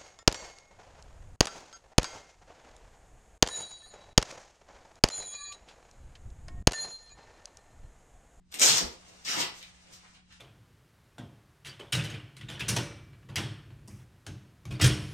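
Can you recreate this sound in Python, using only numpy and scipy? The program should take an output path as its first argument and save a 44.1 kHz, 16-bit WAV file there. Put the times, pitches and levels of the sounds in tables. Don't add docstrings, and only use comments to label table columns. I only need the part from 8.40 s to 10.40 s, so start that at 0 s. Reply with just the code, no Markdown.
import sys
import numpy as np
from scipy import signal
from scipy.fft import rfft, irfft
from scipy.io import wavfile
from scipy.ndimage import uniform_filter1d

SR = 44100
rng = np.random.default_rng(int(sys.argv[2]) if len(sys.argv) > 2 else 0)


def store_pcm(level_fs):
    pcm = np.round(np.clip(level_fs, -1, 1) * 32767).astype(np.int16)
    wavfile.write(sys.argv[1], SR, np.atleast_2d(pcm).T)


def attenuation_scalar(level_db):
    decades = np.asarray(level_db, float) / 20
    return 10 ** decades


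N = 88200


def rms_one(x):
    return x / np.sqrt(np.mean(x ** 2) + 1e-20)


def in_time(rows):
    return np.interp(np.arange(N) / SR, *np.transpose(rows))


def at_hz(points, hz):
    table_hz, values = np.array(points).T
    return np.interp(np.log(hz), np.log(table_hz), values)


def drift(rate_hz):
    r = np.exp(-2 * np.pi * rate_hz / SR)
    wander = signal.lfilter([1], [1, -2 * r, r * r], rng.standard_normal(N + SR))
    return rms_one(wander[SR:])


def ring(clicks, hz, cycles):
    r = attenuation_scalar(-60 * hz / (cycles * SR))
    w = 2 * np.pi * hz / SR
    return signal.lfilter([np.sin(w)], [1, -2 * r * np.cos(w), r * r], clicks + 1e-18)


def colour(x, points):
    hz = np.maximum(np.fft.rfftfreq(x.shape[-1], 1 / SR), 1)
    return irfft(rfft(x) * attenuation_scalar(at_hz(points, hz)), x.shape[-1])


def grains(per_s, spread_db, clump_db, clumps_per_s, cycles, spectrum, patch_db):
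    clump = clump_db * drift(clumps_per_s)
    strength_db = spread_db * np.minimum(rng.exponential(1, N), 5) + clump
    sizes = attenuation_scalar(strength_db) * rng.choice([-1, 1], N)
    born = sizes * (rng.random(N) < per_s / SR)
    pitches = np.geomspace(150, 14000, 30)
    dealt = rng.integers(0, 30, N)
    total = 0
    for k, hz in enumerate(pitches):
        ringing = np.diff(ring(born * (dealt == k), hz, cycles), prepend=0)
        level = attenuation_scalar(at_hz(spectrum, hz) + patch_db * drift(4.2))
        total = total + level * hz * ringing / np.sin(np.pi * hz / SR)
    return rms_one(total)


# pitch_hz, level_db (per Hz)
AIR_COLOUR = [(25, -5), (70, 2.5), (125, -6), (230, -10.5), (375, -20), (450, -32.5), (2000, -32),
              (9000, -43.5)]


def background():
    air_db, air_alike = -65.5, .7
    hum_hz, hum_db, hum_wobble_db = 181.3, -68.5, 1
    mid, side = rng.standard_normal((2, N))
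    both = np.sqrt(1 + air_alike) * mid + np.sqrt(1 - air_alike) * side * [[1], [-1]]
    air = rms_one(colour(both, AIR_COLOUR))
    phase = 2 * np.pi * hum_hz * np.arange(N) / SR + 0.15 * drift(12)
    hum = np.sqrt(2) * attenuation_scalar(hum_db + hum_wobble_db * drift(20)) * np.sin(phase)
    return attenuation_scalar(air_db) * air + hum * attenuation_scalar([[1.5], [-1.5]])


# time_s, level_db
SLIDE_EFFORT = [(0, -105), (.1, -73.5), (.138, -50), (.15, -50), (.55, -63), (.72, -62), (.82, -64),
                (1.18, -60.5), (1.21, -67.5), (1.28, -65.5), (1.45, -64), (1.51, -60.5), (1.62, -67),
                (1.77, -70.5), (1.81, -86), (1.9, -67.5), (1.925, -68.5), (2, -73)]
# pitch_hz, level_db (per Hz)
CLOTH_COLOUR = [(200, -29), (600, 8), (1300, 1.5), (2700, 9), (4200, -3.5), (6000, 15.5), (9000, -87),
                (14000, -40.5)]


def rustle():
    fibres = grains(per_s=15000, spread_db=4.5, clump_db=2, clumps_per_s=51, cycles=4.0,
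                    spectrum=CLOTH_COLOUR, patch_db=1.8)
    return attenuation_scalar(in_time(SLIDE_EFFORT)) * fibres


# start_s, peak_db, ring_hz
LONE_TICKS = [(.1162, -46, 3500), (.1201, -38, 6500), (.1248, -34, 2600), (.1289, -39, 6200),
              (.1415, -23, 5500), (.1425, -30, 1800), (.1455, -37.5, 6840), (.147, -26, 5940),
              (.188, -31, 2800), (.192, -23.5, 6000), (.197, -16, 5870), (.854, -38, 5000),
              (1.228, -36.5, 3040), (1.233, -53.5, 3000), (1.309, -57, 5900), (1.505, -60, 4450),
              (1.925, -43.5, 2950)]
# start_s, peak_db, ring_hz
STRONG_SNAPS = [(.2135, -18, 6200), (.2145, -22, 2300), (.2215, -21, 2300), (.2365, -21, 2400),
                (.2291, -17, 6500), (.2328, -13, 7200), (.2352, -14, 6800), (.239, -12, 6400),
                (.245, -17, 6000), (.2535, -14, 6200), (.2555, -13, 6000), (.26, -12, 5800),
                (.2645, -15, 6200), (.2672, -10, 7000), (.2713, -9, 6000), (.279, -14, 5800),
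                (.2815, -14, 6000), (.287, -14, 5900), (.297, -16, 6200), (.316, -21, 2900),
                (.371, -17, 5900), (.3817, -15, 5900), (.8865, -24, 4900), (.9147, -23, 5200),
                (1.0055, -21, 5000), (1.015, -19, 3400)]


def snaps(rows, cycles):
    spread_s, trim_db, length = .0016, 4, 800
    out = np.zeros(N + length)
    chance = rng.random((len(rows), 6))
    for (start_s, peak_db, hz), c in zip(rows, chance):
        clicks = np.zeros(length)
        clicks[0] = 1
        later = (c * spread_s * SR).astype(int)
        np.add.at(clicks, later, (1 - c / 2) * np.array([-1, 1, -1, 1, -1, 1]))
        burst = np.diff(ring(clicks, hz, cycles), prepend=0)
        i = int(start_s * SR)
        out[i:i + length] += attenuation_scalar(peak_db + trim_db) * burst / np.abs(burst).max()
    return out[:N]


# start_s (peak of the puff), level_db, length_s,
# pitch_hz
BELT_FLAPS = [(0.151, -61, 0.016, 330), (0.217, -41.5, 0.017, 390), (0.247, -44, 0.0098, 344),
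              (0.301, -45, 0.021, 127), (0.414, -41.5, 0.0099, 296), (0.441, -47, 0.015, 40.3),
              (0.68, -67, 0.029, 430), (0.974, -45, 0.011, 355), (1.087, -59.5, 0.0079, 81),
              (1.212, -52.5, 0.0066, 2820), (1.47, -72.5, 0.034, 393), (1.643, -62.5, 0.011, 1580),
              (1.747, -61, 0.0052, 2480), (1.909, -60, 0.0094, 2420)]


def flaps():
    width = 1.61
    t = np.arange(N) / SR
    out = 0
    for start_s, level_db, length_s, hz in BELT_FLAPS:
        age = np.clip((t - start_s) / length_s + 1, 0, None)
        band = signal.butter(2, [hz / width, hz * width], "band", fs=SR, output="sos")
        noise = rms_one(signal.sosfilt(band, rng.standard_normal(N)))
        out = out + attenuation_scalar(level_db) * age * np.exp(1 - age) * noise
    return out


# time_s, level_db
FIRST_PULL = [
    (.18, -67.5),
    (.195, -36),
    (.21, -33),
    (.216, -20.5),
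    (.248, -37.5),
    (.27, -24.5),
    (.31, -31.5),
    (.385, -31.5),
    (.395, -97),
]
# time_s, level_db
SECOND_PULL = [
    (.83, -84),
    (.852, -36),
    (.856, -41.5),
    (.885, -39),
    (.93, -35),
    (.97, -34.5),
    (1.015, -34),
    (1.025, -44.5),
    (1.035, -74),
]
# pitch_hz, level_db (per Hz)
FIRST_WEBBING = [(150, -29.5), (600, -19.5), (1100, -19), (2300, -12.5), (4000, -17), (6200, -6),
                 (9000, -30.5), (14000, -34)]
# pitch_hz, level_db (per Hz)
SECOND_WEBBING = [(150, -8), (500, -16), (1300, -8.5), (2700, -3), (4000, -7.5), (5500, -1), (9000, -24.5),
                  (14000, -28)]


def rip(pull, webbing):
    t = np.arange(N) / SR
    on = (t > pull[0][0]) & (t < pull[-1][0])
    hooks = grains(per_s=5000, spread_db=1.5, clump_db=1.5, clumps_per_s=395, cycles=11.4,
                   spectrum=webbing, patch_db=3.5)
    return on * attenuation_scalar(in_time(pull)) * hooks


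def direct(x, db, lead_s, pan_db):
    lag = 2 * np.pi * np.fft.rfftfreq(N, 1 / SR) * lead_s
    right = irfft(rfft(x) * np.exp(-1j * np.minimum(lag, 4 * np.pi)), N)
    return np.array([x, right]) * attenuation_scalar([[db + pan_db / 2], [db - pan_db / 2]])


# pitch_hz, t60_s
ROOM_DECAY = [(150, 0.21), (600, 0.46), (2000, 0.35), (5000, .32), (9000, 0.19), (14000, 0.24)]


def reflections():
    first_echo_s, build_s, shared_below_hz = 0.002, 0.0011, 190
    t = np.arange(SR // 2) / SR
    white = rng.standard_normal((2, 2, len(t)))
    swap = white[:, ::-1] - white
    white += signal.lfilter(*signal.butter(1, shared_below_hz, fs=SR), swap) / 2
    edges = 40 * 2 ** np.arange(0, 9.1)
    tail = 0
    for k, (low, high) in enumerate(zip(edges, edges[1:])):
        band = signal.butter(2, [low, high], "band", fs=SR, output="sos")
        decay = attenuation_scalar(-60 * t / at_hz(ROOM_DECAY, np.sqrt(low * high)))
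        tail = tail + signal.sosfilt(band, white[k % 2]) * decay
    tail = tail * (1 - np.exp(-np.clip(t - first_echo_s, 0, None) / build_s))
    return tail / np.sqrt(np.sum(tail ** 2) / 2)


def bathroom(x):
    room_db, moves_per_s = 5.5, 3.0
    turn = 2 * np.pi * moves_per_s * np.arange(N) / SR
    wet = 0
    for share in (np.cos(turn), np.sin(turn)):
        wet = wet + signal.fftconvolve(x[None] * share, reflections(), axes=1)[:, :N]
    return attenuation_scalar(room_db) * wet


# pitch_hz, level_db
LEFT_LEAN = [(60, 0), (200, -1), (600, -2.5), (1500, -.8), (4500, 1.5), (14000, -.3)]


def scene():
    cloth = rustle() + flaps()
    snapping = snaps(LONE_TICKS, cycles=2.5) + snaps(STRONG_SNAPS, cycles=6.0)
    tearing = rip(FIRST_PULL, FIRST_WEBBING) + rip(SECOND_PULL, SECOND_WEBBING)
    heard = direct(tearing + snapping, db=-1, lead_s=0.0003506, pan_db=3.3)
    heard = heard + direct(cloth, db=-3, lead_s=0.00015, pan_db=-1.5)
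    heard = heard + bathroom(tearing + snapping / 2 + cloth)
    lean = at_hz(LEFT_LEAN, np.maximum(np.fft.rfftfreq(N, 1 / SR), 1)) / 2
    return irfft(rfft(heard) * attenuation_scalar([lean, -lean]), N) + background()


def roll_off(x):
    return signal.sosfilt(signal.butter(12, 15510, fs=SR, output="sos"), x)


def record(dry):
    body_top_hz, body_fade_hz = 9700, 493
    sheen_low_hz, sheen_top_hz, sheen_fade_hz = 11300, 14600, 463
    sheen_db, gate_db, gate_slope, sheen_width = -7, -66.5, 1.1, .5
    hz, spectrum = np.fft.rfftfreq(N, 1 / SR), rfft(dry)
    body = irfft(spectrum * np.clip((body_top_hz - hz) / body_fade_hz, 0, 1), N)
    inside_hz = np.minimum(hz - sheen_low_hz, sheen_top_hz - hz)
    one, other = irfft(spectrum * np.clip(inside_hz / sheen_fade_hz, 0, 1), N)
    level_db = 10 * np.log10(np.abs(uniform_filter1d(one ** 2, size=1024)) + 1e-14)
    gate = attenuation_scalar(sheen_db + gate_slope * np.minimum(level_db - gate_db, 0))
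    sheen = gate * (one + sheen_width * other * [[1], [-1]])
    return roll_off(body + sheen)


dry = scene()
out = record(dry)
store_pcm(out)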